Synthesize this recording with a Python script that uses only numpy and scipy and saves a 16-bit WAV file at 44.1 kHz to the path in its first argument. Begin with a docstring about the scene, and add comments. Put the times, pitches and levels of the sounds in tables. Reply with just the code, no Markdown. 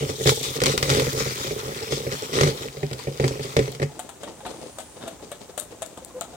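"""Pellet feed is stirred and shaken in a close plastic bucket: the pellets rattle and slide, and the
wall cracks and booms at every knock. As the feed settles, hens shuffle up to a wooden trough, peck
through the pellets onto its ringing boards and cluck softly.
A low, steady night-time rumble and a faint hiss lie under it all, with one thin, high trill."""
import sys
import numpy as np
from scipy import signal
from scipy.fft import rfft, irfft
from scipy.io import wavfile
from scipy.ndimage import uniform_filter1d

SR = 44100
rng = np.random.default_rng(int(sys.argv[2]) if len(sys.argv) > 2 else 0)


def dump(signal):
    """Clip the signal to [-1, 1] and save it as 16-bit WAV at the path in sys.argv[1]."""
    limited = np.clip(np.atleast_2d(signal).T, -1, 1)
    pcm = np.round(limited * 32767).astype(np.int16)
    wavfile.write(sys.argv[1], SR, pcm)


N = 280464

# EQ of pellets rattling on plastic: (frequency [Hz], relative level [dB])
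RATTLE_EQ = [(300, 3), (700, -7), (1000, 1), (1300, 6), (1600, -2.5), (2000, 4), (2500, 0), (2780, -3),
             (3200, 1), (5000, -1), (8300, -6.5), (10500, -16), (15500, -20)]
# EQ of sliding pellets, a thinner hiss: (frequency [Hz], relative level [dB])
SLIDE_EQ = [(500, -22), (1200, -10), (1800, -13), (2750, -9), (3500, 6), (4800, -4), (6600, 0.5),
            (8500, -6), (11000, -14), (15500, -14)]
# EQ of a fine, very high hiss that follows the stir, peaking near 15 kHz:
# (frequency [Hz], relative level [dB])
HIGH_HISS_EQ = [(5000, -13), (10000, 3), (13000, 1), (14800, 7), (16000, 3.5)]
def feed(hard_db=-9, hiss_db=-10, slide_floor=0.081, slide_peak_s=0.33, slide_width_s=0.21):
    """Pellets tumble in a dense scrape, with one long early slide; a gentle stir bares single clicks."""
    slide_swell = np.exp(-((np.arange(N) / SR - slide_peak_s) / slide_width_s) ** 2)
    slide_share = np.clip(slide_floor + (1 - slide_floor) * slide_swell, 0, 1)
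    stir_db = automation(STIR_LEVEL)
    clumps = amp(1.3 * drift((2, N), 700))
    tumbling = grains(per_s=7000, spread_db=2.1, cycles=5) * clumps[0]
    clicks = grains(per_s=150, spread_db=4, cycles=0.7) * amp(hard_db + np.clip(STICK_DB - stir_db, 0, 5))
    sliding = colour(grains(per_s=9000, spread_db=1, cycles=4), SLIDE_EQ) * clumps[1]
    scrape = colour(unit_rms(tumbling + clicks), RATTLE_EQ)
    rattle = np.sqrt(1 - slide_share) * scrape + np.sqrt(slide_share) * sliding
    high_hiss = colour(grains(per_s=9000, spread_db=2, cycles=2), HIGH_HISS_EQ)
    high_hiss *= settling() * amp(stir_db + hiss_db)
    rattle = shifting_resonances(rattle)
    rattle_gain, _ = heap_motion()
    return narrow_bass(rattle * rattle_gain + high_hiss)


# How briskly the feed is stirred: (time [s], level [dB])
STIR_LEVEL = [(0.0, -40.5), (0.1, -35), (0.15, -42), (0.25, -28.5), (0.36, -31), (0.42, -36), (0.57, -30.5),
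              (0.595, -43), (0.7, -37), (0.765, -38), (0.83, -30), (1.2, -30), (1.71, -37), (2.64, -37),
              (2.72, -47), (3.32, -43), (3.65, -40), (3.81, -56)]
# The heap shifts: (start [s], length [s], rattle level [dB], level of the push on the wall [dB])
HEAP_SURGES = [(0, 0.05, -36, -22), (0.264, 0.073, -23, -14.5), (0.429, 0.056, -26.5, -56),
               (0.672, 0.089, -25.5, -24.5), (0.891, 0.15, -26, -20.5), (1.194, 0.049, -28.5, -28),
               (1.908, 0.11, -32, -27.5), (2.109, 0.12, -32, -27.5), (2.329, 0.2, -26, -21.5),
               (2.981, 0.073, -38.5, -56), (3.2, 0.19, -36.5, -25), (3.428, 0.039, -33.5, -31)]
STICK_DB = -39  # stirred more gently than this, the feed's drumming on the wall falls away faster
def heap_motion(lumps_db=1.5, skew=0.44, sharp=0.55):
    """Envelopes of the rattle and of the push on the wall: a lumpy stir plus each surge of the heap."""
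    stir_db = automation(STIR_LEVEL) + lumps_db * drift(N, 1800)
    push_db = -9 + 0.65 * stir_db - 0.51 * np.maximum(STICK_DB - stir_db, 0)
    rattle_surges = swells([(s, length, db) for s, length, db, _ in HEAP_SURGES], skew, sharp)
    push_surges = swells([(s, length, db) for s, length, _, db in HEAP_SURGES], skew, sharp)
    rattle_gain = np.hypot(settling() * amp(stir_db), rattle_surges)
    push_gain = np.hypot(settling() * amp(push_db), push_surges)
    return rattle_gain, push_gain


def settling(rest_s=3.9, db_per_s=67):
    """Fade-out as the bucket comes to rest and the feed settles."""
    return amp(-db_per_s * np.maximum(np.arange(N) / SR - rest_s, 0))


def shifting_resonances(x, depth_db=1.8, size=512):
    """The heap keeps changing shape, so the resonances of its scrape come and go."""
    spectra = signal.stft(x, nperseg=size)[2]
    patches = rng.standard_normal(spectra.shape[1:])
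    for _ in range(2):
        patches = uniform_filter1d(patches, size=5, axis=0)  # across frequency
        patches = uniform_filter1d(patches, size=14, axis=1)  # across time
    spectra *= amp(depth_db * unit_rms(patches))
    return unit_rms(signal.istft(spectra, nperseg=size)[1][:, :N])


# Hits on the bucket: (time [s], relative boom level [dB], relative crack level [dB])
BUCKET_KNOCKS = [(0.008, -21.5, -43), (0.092, -18, -49), (0.208, -20, -41), (0.257, -8.5, -24),
                 (0.272, -13.5, -13), (0.282, -9.5, -32), (0.292, -34, -9), (0.603, -52, -24),
                 (0.617, -13, -18.5), (0.636, -18, -13), (0.658, -23.5, -13), (0.664, -13.5, -16),
                 (0.68, -17.5, -35), (0.777, -29, -14.5), (0.827, -14.5, -14), (0.883, -18.5, -38),
                 (0.893, -21, -19), (0.9, -16.5, -15.5), (0.948, -14.5, -21), (0.997, -23, -15.5),
                 (1.019, -17.5, -24), (1.067, -15, -48), (1.208, -22, -25.5), (1.262, -19.5, -55),
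                 (1.468, -23.5, -31), (1.508, -17.5, -41), (1.69, -22.5, -45), (1.922, -16.5, -23),
                 (2.066, -16.5, -52), (2.369, -17, -26.5), (2.41, -8, -13.5), (2.433, -7.5, -17),
                 (2.474, -14, -22), (2.769, -28.5, -38), (2.83, -15, -35), (2.912, -21, -33),
                 (2.931, -38, -27), (3.071, -16, -53), (3.198, -10.5, -28.5), (3.241, -8.5, -24),
                 (3.279, -49, -21.5), (3.394, -21, -57), (3.566, -7, -16.5), (3.59, -7.5, -22),
                 (3.678, -22, -37), (3.749, -32, -33), (3.798, -18.5, -34), (3.818, -16, -29),
                 (3.827, -11.5, -25.5)]
def knocks(crack_db=4, spill_db=-7, flex_db=-15, dull_above_db=13, dull_hz=4540):
    """Each knock cracks on the plastic, spills a few pellets and flexes the wall with a dull snap."""
    crack, padded, spill, flex = np.zeros((4, N))
    attack = 1 - decay(fall_s=0.0003)
    for s, low_db, high_db in BUCKET_KNOCKS:
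        # the more boom outweighs crack, the more the feed pads the hit and takes its top off
        dull = np.clip((low_db - high_db) / dull_above_db, 0, 1)
        blow = amp(high_db + crack_db) * decay(fall_s=0.0028) * attack
        add(crack, s, np.sqrt(1 - dull) * blow)
        add(padded, s, np.sqrt(dull) * blow)
        add(spill, s, amp(high_db + spill_db) * decay(fall_s=0.01) * attack)
        add(flex, s, amp(low_db + flex_db) * decay(fall_s=0.006) * attack)
    muffled = butter(noise(), 1, dull_hz, "low")
    impacts = crack * noise() + padded * muffled
    spilled = spill * grains(per_s=5500, spread_db=-2, cycles=9.6)
    snap = flex * unit_rms(butter(noise(), 2, [1750, 2400], "band"))
    return narrow_bass(colour(impacts + spilled, RATTLE_EQ) + snap)


# Modes of the bucket's air and plastic wall: (frequency [Hz], relative level [dB], 60 dB decay [s])
BUCKET_MODES = [(65, -23.5, 0.2), (96, -12, 0.086), (137, -5.5, 0.18), (203, -13.5, 0.089),
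                (264.3, -15, 0.14), (340, -16.5, 0.027), (400.8, -5.5, 0.076), (447, -4, 0.092),
                (499.4, -4, 0.034), (536.2, -11.5, 0.1), (765, -15.5, 0.054), (1730, -20, 0.037)]
def bucket_body(drum_db=-2, boom_db=2, damping=0.72, light_db=-3, spot_count=9, slip_gap_s=0.018):
    """The low end: the bucket drums as the feed slips against it, and booms at each knock."""
    _, push = heap_motion()
    body = np.zeros(N)
    # feed pressing on the wall chokes its ring, and light bumps stir the deep modes less
    damped = [(hz, db + light_db * (hz < 200), t60 * damping) for hz, db, t60 in BUCKET_MODES]
    spots = [ring(damped, detune=0.09, uneven_db=3.5) for _ in range(spot_count)]
    gaps, strengths = rng.standard_normal((600, 2)).T
    slip_times = np.cumsum(slip_gap_s * np.exp(0.55 * gaps)) - slip_gap_s / 2
    for s, strength, spot in zip(slip_times, strengths, rng.integers(0, spot_count, len(gaps))):
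        if 0 <= s * SR < N:
            weight = amp(drum_db + 3 * np.clip(strength, -2, 1.2)) * np.sqrt(slip_gap_s * SR)
            bump = spots[spot] / np.linalg.norm(spots[spot])
            add(body, s, push[int(s * SR)] * weight * bump)
    for s, low_db, _ in BUCKET_KNOCKS:
        add(body, s, amp(low_db + boom_db) * ring(BUCKET_MODES, detune=0.04, uneven_db=2))
    return np.array([body, body])


# Stray pellets on the bucket's rim: (time [s], level [dB])
RIM_HITS = [(0.412, -26), (0.637, -16), (0.777, -19), (1.131, -17), (3.719, -28)]
def rim_ticks(low_cut_hz=4000):
    """A lone pellet on the hard rim gives one bright click."""
    envelope = np.zeros(N)
    for s, db in RIM_HITS:
        add(envelope, s, amp(db) * decay(fall_s=0.0012))
    return narrow_bass(butter(envelope * noise(), 2, low_cut_hz, "high"))


# Beak hits: (time [s], relative wood level [dB], relative crunch level [dB], pitch of the spot [Hz])
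TROUGH_PECKS = [(2.994, -34.5, -50, 970), (3.993, -26.5, -35.5, 734), (4.091, -32, -43, 807),
                (4.233, -27, -43.5, 583), (4.405, -38, -60, 837), (4.452, -30, -59, 927),
                (4.463, -26.5, -46, 748), (4.512, -36.5, -55, 490), (4.785, -29.5, -38, 643),
                (4.8, -35, -41.5, 782), (5.078, -28.5, -40, 656), (5.317, -27, -42.5, 574),
                (5.577, -23.5, -31, 608), (5.595, -47, -37, 624), (5.82, -24, -34.5, 649),
                (5.974, -35.5, -46.5, 750), (6.212, -24, -43, 684)]
# Modes of the trough's boards: (frequency [x the spot's pitch], relative level [dB], 60 dB decay [s])
TROUGH_MODES = [(0.5, -15.5, 0.02), (0.87, -10, 0.055), (1, -4, 0.075), (1.18, -6.5, 0.043),
                (1.45, -9, 0.02), (1.95, -11, 0.032)]
# EQ of a beak among pellets: (frequency [Hz], relative level [dB])
CRUNCH_EQ = [(400, 2.5), (700, -22), (2200, -59), (3700, 7), (5200, -3), (7000, 7), (8600, 9.5), (10500, 1),
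             (15500, -1.5)]
# EQ of the wood's dry clack: (frequency [Hz], relative level [dB])
CLACK_EQ = [(300, -13), (750, 6.5), (1000, -5.5), (1250, 5), (2300, -1), (3600, 5), (5000, -14),
            (15000, -48)]
def pecks(wood_db=4, clack_db=-10, crunch_db=-3, tick_db=-1, plough_s=0.0088, bite_s=0.0013):
    """A beak ticks on a pellet, ploughs briefly into the feed and strikes the board beneath."""
    wood, clack, tick, crunch = np.zeros((4, N))
    for s, low_db, high_db, spot_hz in TROUGH_PECKS:
        board = ring(board_modes(spot_hz), detune=0.015, uneven_db=1.5, contact_s=0.0008)
        add(wood, s, amp(low_db + wood_db) * board)
        add(clack, s, amp(low_db + clack_db) * decay(fall_s=0.014))
        add(tick, s, amp(high_db + tick_db) * decay(fall_s=0.0025))
        add(crunch, s, amp(high_db + crunch_db) * decay(plough_s) * (1 - decay(bite_s)))
    pellets = tick * noise() + crunch * grains(per_s=2000, spread_db=2, cycles=3)
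    return wood + narrow_bass(colour(pellets, CRUNCH_EQ) + colour(clack * noise(), CLACK_EQ))


def board_modes(spot_hz):
    """Each spot on the trough rings at its own pitch: all modes scale with the pitch of the spot struck."""
    return [(multiple * spot_hz, db, t60) for multiple, db, t60 in TROUGH_MODES]


# Pellets breaking in a beak: (time [s], relative level [dB])
PELLET_SNAPS = [(5.316, -38.5), (5.599, -28), (5.862, -37.5), (6.048, -37.5), (6.2104, -28.5)]
def pellet_snaps(fall_s=0.00083):
    """A pellet breaks with one very short, bright click."""
    envelope = np.zeros(N)
    for s, db in PELLET_SNAPS:
        add(envelope, s, amp(db) * decay(fall_s))
    return narrow_bass(colour(envelope * rng.choice([-2, 2], (2, N)), CRUNCH_EQ))


# Soft clucks: (start [s], length [s], start pitch [Hz], end pitch [Hz], level [dB], rasp [0-1])
CLUCK_NOTES = [(4.556, 0.032, 863, 970, -52, 0), (5.008, 0.048, 802, 696, -41.5, 0.7),
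               (5.051, 0.048, 765, 520, -41, 0.24), (5.492, 0.015, 484, 460, -40, 0.04),
               (5.613, 0.065, 632, 560, -49, 0), (5.715, 0.032, 518, 450, -40, 0),
               (6.018, 0.025, 543, 466, -41, 0.01), (6.098, 0.022, 1160, 990, -53, 0.1),
               (6.139, 0.075, 494, 521, -33.5, 0), (6.322, 0.062, 738, 674, -43, 0.03)]
# EQ of a hen's throat in a rasp: (frequency [Hz], relative level [dB])
THROAT_EQ = [(400, -18), (750, -20), (1000, -1), (1380, 4), (1700, 3), (2200, -15), (3300, -6), (3800, 6),
             (4500, -51)]
def clucks(octave_db=-21):
    """Short, nearly pure notes that swell fast and die away; in a rasp, rough puffs sound the throat."""
    tone, puffs = np.zeros((2, N))
    for s, length, start_hz, end_hz, db, rasp in CLUCK_NOTES:
        progress = np.linspace(0, 1, round(length * SR))
        waver, flutter = drift((2, SR), 110)[:, :len(progress)]
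        hz = (start_hz + (end_hz - start_hz) * progress) * (1 + 0.025 * waver)
        phase = 2 * np.pi * np.cumsum(hz) / SR
        envelope = amp(db) * arch(progress, skew=0.7, sharp=1.8) * (1 + 0.25 * flutter)
        note = unit_rms(np.sin(phase) + amp(octave_db) * np.sin(2 * phase))
        pulses = unit_rms((1 + np.cos(phase / 2)) ** 2)  # one puff every second cycle
        add(tone, s, envelope * np.sqrt(1 - rasp) * note)
        add(puffs, s, envelope * np.sqrt(rasp) * pulses)
    return tone + colour(puffs * rng.standard_normal((1, N)), THROAT_EQ)


# Feet and feathers on bare earth: (start [s], length [s], relative level [dB])
SCUFF_MOVES = [(3.9, 0.11, -41), (4.205, 0.15, -39.5), (4.43, 0.14, -38.5), (4.585, 0.13, -39.5),
               (4.95, 0.21, -42), (5.205, 0.052, -40.5), (5.39, 0.063, -41.5), (5.705, 0.034, -44)]
# EQ of a scuff: (frequency [Hz], relative level [dB])
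SCUFF_EQ = [(50, -12), (170, 8.5), (520, 7.5), (800, 1.5), (1100, -6), (1500, -13.5), (3700, -10.5),
            (6000, -18), (14000, -35)]
def shuffle(scuff_db=-3, taps_db=4, fidget_db=-48, tap_count=110):
    """Feet scuff the dry earth in fits and starts; claws and beaks tap lightly on the boards."""
    moves = swells(SCUFF_MOVES, skew=0.79, sharp=0.58)
    activity = np.hypot(amp(fidget_db), moves)  # the flock is never quite still
    fits_db = 3 * drift(N, 900)
    scuffs = narrow_bass(colour(grains(per_s=3300, spread_db=2.5, cycles=0.55), SCUFF_EQ))
    taps = np.zeros(N)
    for when, spot, strength in rng.random((tap_count, 3)):
        tap = ring(board_modes(spot_hz=330 * 3 ** spot), detune=0.02, uneven_db=3)
        add(taps, when * N / SR, amp(taps_db) * (0.5 + 2 * strength) * tap)
    return activity * (scuffs * amp(fits_db + scuff_db) + taps)


# EQ of the trill: (frequency [Hz], relative level [dB])
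TRILL_EQ = [(7500, -12), (9200, -2), (9900, -5), (10600, -41)]
def trill(start_s=4.28, length_s=0.89, level_db=-51):
    """A narrow, high hiss that swells and stops, perhaps a distant bush cricket."""
    return colour(noise(), TRILL_EQ) * swells([(start_s, length_s, level_db)], skew=1, sharp=0.6)


# EQ of the night air: (frequency [Hz], relative level [dB])
NIGHT_EQ = [(20, -10), (55, 22.5), (170, 14.5), (550, 5), (1000, 8.5), (2000, 2.5), (5000, -2.5),
            (6500, 6.5), (8900, 6), (11000, -6), (15500, -4)]
def night_air(level_db=-50):
    """The bed: a steady low rumble with a soft hiss on top."""
    return amp(level_db) * narrow_bass(colour(noise(), NIGHT_EQ))


def yard(x, wet_db, t60=0.21, predelay_s=0.005, echoes_per_s=2000, size=14000):
    """Adds weak, short reflections from the ground and the nearby walls."""
    t = np.arange(size) / SR
    echoes = rng.standard_normal((2, size)) * (rng.random((2, size)) < echoes_per_s / SR)
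    echoes *= amp(-60 * t / t60) * (t > predelay_s)
    echoes /= np.linalg.norm(echoes, axis=1, keepdims=True)
    return x + amp(wet_db) * narrow_bass(signal.oaconvolve(x, echoes, axes=1)[:, :N])


# How alike left and right are: (frequency [Hz], correlation [0-1])
STEREO_LIKENESS = [(60, 0.7), (300, 0.86), (700, 0.31), (1400, 0.72), (3000, 0.15), (15000, 0.014)]
def narrow_bass(pair):
    """Two unrelated channels become alike in the bass, as at two close microphones."""
    left, right = rfft(pair)
    same = np.clip(curve_at(STEREO_LIKENESS, np.fft.rfftfreq(N, 1 / SR)), 0, 1)
    return irfft([left, same * left + np.sqrt(1 - same ** 2) * right], N)


def pan(pair, balance, lag_s):
    """Shades one side against the other by frequency and delays the left channel."""
    hz = np.fft.rfftfreq(N, 1 / SR)
    tilt = amp(curve_at(balance, hz) / 2)
    delay = np.exp(-2j * np.pi * hz * lag_s)
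    return irfft(rfft(pair) * [tilt * delay, 1 / tilt], N)


def grains(per_s, spread_db, cycles, size=176):
    """Tiny collisions of uneven size; each rings briefly at its own pitch, unevenly left and right."""
    starts = np.flatnonzero(rng.random(N) < per_s / SR)
    chance = rng.random((6, N))[:, starts, None]
    hz = 500 + 15500 * chance[0] ** 1.5
    weight = amp(spread_db * np.minimum(-np.log(chance[1]), 4)) * hz ** (2 / 3)
    t = np.arange(size) / SR
    envelope = weight * np.exp(-t * hz / cycles) * (1 - np.arange(size) / size)
    samples = (starts[:, None] + np.arange(size)).ravel()
    channels = []
    for nearness, phase in zip(chance[2:4], chance[4:6]):
        pings = (0.5 + nearness) * envelope * np.sin(2 * np.pi * (hz * t + phase))
        channels.append(np.bincount(samples, pings.ravel(), N + size)[:N])
    return unit_rms(np.array(channels))


def ring(modes, detune, uneven_db, contact_s=0.003, size=13000):
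    """One blow on a body; where it lands sets the weight and exact pitch of each mode."""
    hz, db, t60 = np.transpose(modes)[:, :, None]
    pitch, weight = rng.standard_normal((2, len(modes), 1))
    t = np.arange(size) / SR
    envelopes = amp(db + uneven_db * weight - 60 * t / t60)
    partials = envelopes * np.sin(2 * np.pi * hz * (1 + detune * pitch) * t)
    return partials.sum(0) * (1 - decay(contact_s, size))


def swells(rows, skew, sharp):
    """Envelope with one arch for each (start [s], length [s], level [dB])."""
    gain = np.zeros(N)
    for s, length, db in rows:
        add(gain, s, amp(db) * arch(np.linspace(0, 1, round(length * SR)), skew, sharp))
    return gain


def arch(progress, skew, sharp):
    """A rise and fall; skew under 1 brings the peak forward, more sharp narrows it."""
    return np.sin(np.pi * progress ** skew).clip(0) ** sharp


def decay(fall_s, size=6000):
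    """Instant attack, exponential tail."""
    return np.exp(-np.arange(size) / SR / fall_s)


def colour(x, eq, size=2048):
    """Causal filter of unit energy with the given EQ curve."""
    log_gain = np.log(amp(curve_at(eq, abs(np.fft.fftfreq(size, 1 / SR)))))
    taps = np.fft.ifft(np.exp(signal.hilbert(log_gain).conj())).real
    return signal.oaconvolve(x, taps[None] / np.linalg.norm(taps), axes=1)[:, :N]


def butter(x, order, hz, kind):
    """Low-, high- or band-pass filter."""
    return signal.sosfilt(signal.butter(order, hz, kind, fs=SR, output="sos"), x)


def curve_at(points, hz):
    """Reads a curve on a log-frequency axis."""
    point_hz, values = np.transpose(points)
    return np.interp(np.log(hz + 1), np.log(point_hz + 1), values)


def automation(points):
    """A (time, level) curve at every sample."""
    return np.interp(np.arange(N) / SR, *np.transpose(points))


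def noise():
    """Stereo white noise."""
    return rng.standard_normal((2, N))


def drift(shape, smooth_samples):
    """Smoothed random modulation of rms 1."""
    return unit_rms(uniform_filter1d(rng.standard_normal(shape), smooth_samples))


def add(mix, s, sound):
    """Mixes a sound in at time s."""
    part = mix[..., max(0, round(s * SR)):][..., :sound.shape[-1]]
    part += sound[..., :part.shape[-1]]


def amp(db):
    """Decibels to gain."""
    return 10 ** (np.asarray(db) / 20)


def unit_rms(x):
    """Scales to rms 1."""
    return x / np.sqrt(np.mean(x ** 2) + 1e-20)


# Stereo balance of the bucket: (frequency [Hz], left minus right [dB])
BUCKET_BALANCE = [(60, -2), (200, 0), (400, -2.5), (700, -1), (1300, 0.5), (2400, 1.5), (4400, 5.5),
                  (8000, 4.5), (15000, 0)]
# Stereo balance of the hens: (frequency [Hz], left minus right [dB])
HENS_BALANCE = [(100, 0.5), (700, 1), (1500, 3), (4000, 8), (8000, 26.5), (15000, 10)]
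def scene():
    """The bucket is close on the right, its broad wall nearer the middle; the hens are ahead."""
    pellets = yard(feed() + knocks() + rim_ticks(), wet_db=-11)
    pellets = pan(pellets, BUCKET_BALANCE, lag_s=0.000381)
    body = pan(yard(bucket_body(), wet_db=-15), BUCKET_BALANCE, lag_s=0.0003)
    hens = yard(pecks() + pellet_snaps() + clucks() + shuffle(), wet_db=-7.5)
    hens = pan(hens, HENS_BALANCE, lag_s=0.00007)
    return pellets + body + hens + night_air() + trill()


def record(dry, low_cut_hz=48, high_cut_hz=16000):
    """The microphone sheds the deepest bass and rounds the highest peaks; a steep high cut follows."""
    rounded = np.tanh(butter(dry, 3, low_cut_hz, "high"))
    high_cut = signal.firwin(601, high_cut_hz, window=("kaiser", 8), fs=SR)
    return signal.oaconvolve(rounded, high_cut[None], "same")


dry = scene()
out = record(dry)
dump(out)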